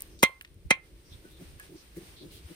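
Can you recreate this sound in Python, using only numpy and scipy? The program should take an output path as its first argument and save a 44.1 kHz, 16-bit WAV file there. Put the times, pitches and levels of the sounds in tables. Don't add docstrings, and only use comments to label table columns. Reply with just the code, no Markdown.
import sys
import numpy as np
from scipy import signal
from scipy.fft import rfft, irfft, next_fast_len
from scipy.io import wavfile

SR = 44100
rng = np.random.default_rng(int(sys.argv[2]) if len(sys.argv) > 2 else 0)


def put_to_file(sound):
    columns = np.atleast_2d(sound).T
    safe = np.clip(columns, -1, 1)
    whole_steps = np.round(safe * 32767)
    wavfile.write(sys.argv[1], SR, whole_steps.astype(np.int16))


N = 112454
T = np.arange(N) / SR
LEAD_S = 0.0002133
SPREAD, LOW_SPREAD = .45, .25


def hammer():
    # start in seconds, then crack, shiver and thud gains in dB.
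    blows = [(.2300, -14, -16, -3.5), (.7073, -17.5, -16.5, -9.5)]
    ring_lead_s, ring_pan_db = .00008, 4.5
    hits, rings = np.zeros((2, N)), np.zeros(N)
    for blow, (start_s, crack_db, shiver_db, thud_db) in enumerate(blows):
        clay = amp(crack_db) * crack(start_s) + amp(shiver_db) * shiver(start_s, blow)
        clay *= uneven(depth_db=3, per_s=900)
        hits += contact(start_s, blow) + clay + amp(thud_db) * thud(start_s)
        rings += web_ring(start_s, blow)
    pan = amp([[-ring_pan_db / 2], [ring_pan_db / 2]])
    return left_first(hits, LEAD_S) + left_first(rings, ring_lead_s) * pan


def contact(start_s, blow):
    # frequency in Hz, t60 in seconds, level in dB in blow 1, in blow 2.
    modes = [(950, .007, -4, -6), (2700, .006, -14, -6), (4600, .003, -14, -10), (9300, .004, 0, -14)]
    return sum(amp(db[blow]) * ring(start_s, hz, t60_s, rise_s=.0006) for hz, t60_s, *db in modes)


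def crack(start_s):
    # frequency in Hz, relative density in dB.
    spectrum = [(100, -8), (600, -1), (1200, 2.5), (2500, 0), (5000, -7.5), (7000, -8.5), (9300, -6.5),
                (11500, -11.5), (14500, -16), (16200, -26.5)]
    burst = noise(lambda hz: along(spectrum, hz), SPREAD)
    return burst * envelope(start_s, rise_s=.0011, hold_s=.0013, t60_s=.0039)


def shiver(start_s, blow):
    # frequency in Hz, relative density in dB in blow 1, in blow 2.
    spectra = [(80, -20.5, -13.5), (250, -8.5, -7.5), (700, -6.5, -10), (1300, -0.5, -0.5),
               (1830, -5.5, -1), (2400, 4, 12), (2900, -7.5, -8.5), (3800, -3, -5.5), (4700, -14.5, -13),
               (6600, -2.5, -4), (6600, -7, -9.5), (9200, -2.5, -11), (10400, -7, -17), (11600, -16.5, -29),
               (14200, -6, -26), (16200, -23.5, -40)]
    # frequency in Hz, t60 in seconds.
    decay = [(200, 0.041), (1200, 0.05), (2500, 0.11), (5000, 0.053), (10000, 0.029)]
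    rise_s, hold_s = .0017, .0043
    spectrum = [(hz, db[blow]) for hz, *db in spectra]
    dense = noise(lambda hz: along(spectrum, hz), SPREAD)
    return fade(dense, start_s + hold_s, decay) * np.exp(np.minimum(T - start_s, 0) / rise_s)


def thud(start_s):
    # frequency in Hz, relative level in dB, t60 in seconds.
    modes = [(118, -21.5, 0.044), (190, -6, 0.027), (287, -3, 0.015), (529, -2.5, 0.021)]
    late_s = .0014
    return sum((-1) ** i * amp(db) * ring(start_s + late_s, hz, t60_s, rise_s=.0013)
               for i, (hz, db, t60_s) in enumerate(modes))


def web_ring(start_s, blow):
    # frequency in Hz, base t60 in seconds, choke drop in dB, level in dB in blow 1, in blow 2.
    modes = [(738, .05, 3.5, -26.5, -21), (910, .05, 8.5, -29, -36.5), (1250, 0.036, 8.5, -19.5, -49),
             (1464, 0.028, 6.5, -30, -27), (1668, 0.036, 6.5, -33.5, -19.5), (2055, .05, 12, -23.5, -14),
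             (2370, 0.1, 8.5, -27.5, -19), (2490, .055, 7.5, -25.5, -12.5), (2087, .17, 24, -12.5, -13.5),
             (1067, .17, 0, -33, -34), (3183, .08, 3, -24, -21), (4190, .12, 7, -32, -32),
             (3810, 0.047, 4, -26.5, -27.5), (5780, 0.04, 4.5, -28, -34.5), (6170, .04, 5, -31, -25),
             (9100, 0.036, 3, -28.5, -21.5), (10080, .035, -0.5, -22.5, -29.5)]
    # free ringing in seconds, t60 factor.
    ringing = [(.034, 1.25), (.018, .8)]
    free_s, t60_factor = ringing[blow]
    choke_s = .005
    choked = np.clip((T - start_s - free_s) / choke_s, 0, 1)
    webs = np.zeros(N)
    for hz, t60_s, drop_db, *db in modes:
        mode = ring(start_s + rng.uniform(0, .001), hz, t60_s * t60_factor, rise_s=.0015)
        webs += amp(db[blow] - drop_db * choked) * mode
    return webs


def chips():
    # start in seconds, level in dB, centre in Hz, t60 in seconds.
    ticks = [(.0065, -34, 8360, 0.0074), (0.0211, -26, 11100, 0.006), (0.075, -54.5, 12500, 0.0086),
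             (0.19, -52, 5000, 0.2), (.411, -40, 2050, .025), (.412, -43, 11120, .012),
             (0.422, -49.5, 12000, 0.031), (0.4482, -42, 2222, 0.029), (.476, -59, 2930, 0.015),
             (.5437, -59, 10180, 0.013), (1.598, -39, 10780, 0.013), (1.598, -50.5, 1750, 0.078)]
    return sum(amp(db) * noise(band(hz, octaves=.51), SPREAD)
               * envelope(start_s, rise_s=.0001, hold_s=0, t60_s=t60_s)
               for start_s, db, hz, t60_s in ticks)


def handling():
    # start in seconds, level in dB, hold in seconds, centre in Hz, half-width in octaves.
    strokes = [(0.103, -69, 0.082, 5530, .15), (1.06, -64.5, 0.064, 5300, 0.16),
               (1.124, -55, 0.017, 3600, 0.11), (1.31, -64.5, .07, 3680, 0.13),
               (1.315, -62.5, 0.0079, 11000, .5), (1.768, -60.5, 0.046, 5030, 0.28),
               (1.967, -60, 0.011, 1920, 0.181), (1.967, -56.5, .012, 9660, 0.62),
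               (2.171, -55.5, 0.061, 3800, 0.21), (2.316, -56.5, 0.074, 3570, 0.38),
               (2.32, -57, 0.057, 10000, .5)]
    # start in seconds, level in dB, hold in seconds.
    nudges = [(1.247, -46.5, 0.0082), (1.412, -41.5, 0.014), (1.698, -47.5, .06), (1.976, -40, 0.006),
              (2.011, -51.5, 0.023), (2.221, -44.5, .045), (2.501, -45.5, .025)]
    # frequency in Hz, relative density in dB.
    bump_spectrum = [(60, -21.5), (120, -15), (170, 2), (235, -16), (330, 4.5), (450, -13), (700, -25),
                     (2000, -55), (6000, -39.5)]
    # start in seconds, level in dB, frequency in Hz, t60 in seconds.
    clink_modes = [(1.249, -53.5, 1511, 0.18), (1.597, -44.5, 1690, 0.18)]
    rubs = sum(amp(db) * noise(band(hz, octaves), spread=1)
               * envelope(start_s, rise_s=.01, hold_s=hold_s, t60_s=.1)
               for start_s, db, hold_s, hz, octaves in strokes)
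    bumps = low_bursts(nudges, bump_spectrum, rise_s=.0074, t60_s=.071)
    clinks = sum(amp(db) * ring(start_s, hz, t60_s, rise_s=.00095)
                 for start_s, db, hz, t60_s in clink_modes)
    stick_slip = uneven(depth_db=1, per_s=450)
    return rubs * stick_slip + bumps + clinks


def yard(x):
    # delay in seconds, level in dB, centre in Hz.
    walls = [(.018, -19, 1500), (.062, -31.5, 594)]
    # frequency in Hz, t60 in seconds.
    decay = [(200, 0.098), (1000, 0.36), (2200, 0.27), (5000, 0.1), (12000, 0.2)]
    # frequency in Hz, gain in dB.
    tail_gain = [(150, -33), (650, -22.5), (1000, -26), (2200, -23.5), (4000, -17.5), (9000, -22.5),
                 (15000, -26)]
    tail = fade(rng.standard_normal((2, N)), 0, decay)
    tail = filtered(tail / np.linalg.norm(tail[0]), lambda hz: amp(along(tail_gain, hz)))
    echoes = filtered(x, lambda hz: sum(
        amp(db + band(centre_hz, octaves=.6)(hz)) * np.exp(-2j * np.pi * hz * delay_s)
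        for delay_s, db, centre_hz in walls))
    return echoes + signal.fftconvolve(x, tail, axes=1)[:, :N]


def air():
    # time in seconds, hiss level in dB, rumble level in dB.
    levels = [(0, -54, -56.5), (0.158, -64.5, -51.5), (.34, -65, -64), (.47, -68.5, -61),
              (.6, -67.5, -55.5), (.82, -69.5, -61), (0.929, -63.5, -53), (1.03, -63.5, -58.5),
              (1.13, -59.5, -54), (1.55, -58.5, -55), (1.871, -59.5, -60), (1.98, -57, -53.5),
              (2.251, -57.5, -57), (2.35, -57.5, -50), (2.43, -59, -55.5), (2.55, -54.5, -70.5)]
    # start in seconds, level in dB, hold in seconds.
    puffs = [(0.506, -52, 0.11), (.655, -31, 0.014), (1.121, -47.5, .04), (1.458, -50, .11),
             (2.11, -58.5, 0.11), (2.45, -45.5, 0.014)]
    # frequency in Hz, relative density in dB.
    hiss_spectrum = [(100, -14.5), (500, 5), (1300, 2), (2200, 5), (4000, 3), (6000, -1), (7200, -6),
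                     (9000, 5), (11600, -10.5), (14800, 1), (16200, -31)]
    rumble_spectrum = [(20, -8), (55, 8.5), (110, -3), (170, -4.5), (240, -11), (340, -3), (600, -18.5),
                       (1500, -78.5)]
    puff_spectrum = [(20, -37.5), (45, -5), (75, 8.5), (110, -6), (250, -27), (800, -64.5)]
    time_s, hiss_db, rumble_db = np.transpose(levels)
    hiss = amp(np.interp(T, time_s, hiss_db)) * noise(lambda hz: along(hiss_spectrum, hz), spread=1)
    rumble = noise(lambda hz: along(rumble_spectrum, hz), LOW_SPREAD)
    rumble *= amp(np.interp(T, time_s, rumble_db))
    hiss *= uneven(depth_db=2, per_s=14)
    return hiss + rumble + low_bursts(puffs, puff_spectrum, rise_s=.0042, t60_s=.06)


def amp(db):
    return 10 ** (np.asarray(db) / 20)


def along(points, hz):
    knots_hz, values = np.transpose(points)
    return np.interp(np.log(hz + 1), np.log(knots_hz + 1), values)


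def band(centre_hz, octaves):
    return lambda hz: -10 * np.log10(1 + (np.log2((hz + 1) / centre_hz) / octaves) ** 4)


def filtered(x, response):
    size = next_fast_len(N + SR // 2)
    return irfft(rfft(x, size) * response(np.fft.rfftfreq(size, 1 / SR)), size)[..., :N]


def noise(colour, spread):
    mid, side = filtered(rng.standard_normal((2, N)), lambda hz: amp(colour(hz)))
    pair = np.array([mid + spread * side, mid - spread * side])
    return pair / pair.std()


def envelope(start_s, rise_s, hold_s, t60_s):
    attack = np.exp(np.minimum(T - start_s, 0) / rise_s)
    return attack * 1000. ** (-np.maximum(T - start_s - hold_s, 0) / t60_s)


def low_bursts(events, spectrum, rise_s, t60_s):
    gain = sum(amp(db) * envelope(start_s, rise_s, hold_s, t60_s) for start_s, db, hold_s in events)
    return gain * noise(lambda hz: along(spectrum, hz), LOW_SPREAD)


def ring(start_s, hz, t60_s, rise_s):
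    t = np.maximum(T - start_s, 0)
    return np.sin(2 * np.pi * hz * t) * 1000. ** (-t / t60_s) * (1 - np.exp(-t / rise_s))


def fade(x, start_s, decay):
    hz, t, bands = signal.stft(x, SR, nperseg=128)
    bands *= 1000. ** (-np.maximum(t - start_s, 0) / along(decay, hz)[:, None])
    return signal.istft(bands, SR)[1][:, :N]


def left_first(x, lead_s):
    return filtered(x, lambda hz: np.exp(1j * np.pi * hz * lead_s * np.array([[1], [-1]])))


def uneven(depth_db, per_s):
    knots = rng.standard_normal(N // 8)
    gain = amp(depth_db * np.interp(T * per_s, np.arange(len(knots)), knots))
    return gain / np.sqrt(np.mean(gain ** 2))


def scene():
    work = hammer() + left_first(chips() + handling(), LEAD_S)
    return work + yard(work) + air()


def record(dry):
    top_hz = 16400
    rounded = dry / (1 + dry ** 4) ** (1 / 4)
    return filtered(rounded, lambda hz: hz < top_hz)


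dry = scene()
out = record(dry)
put_to_file(out)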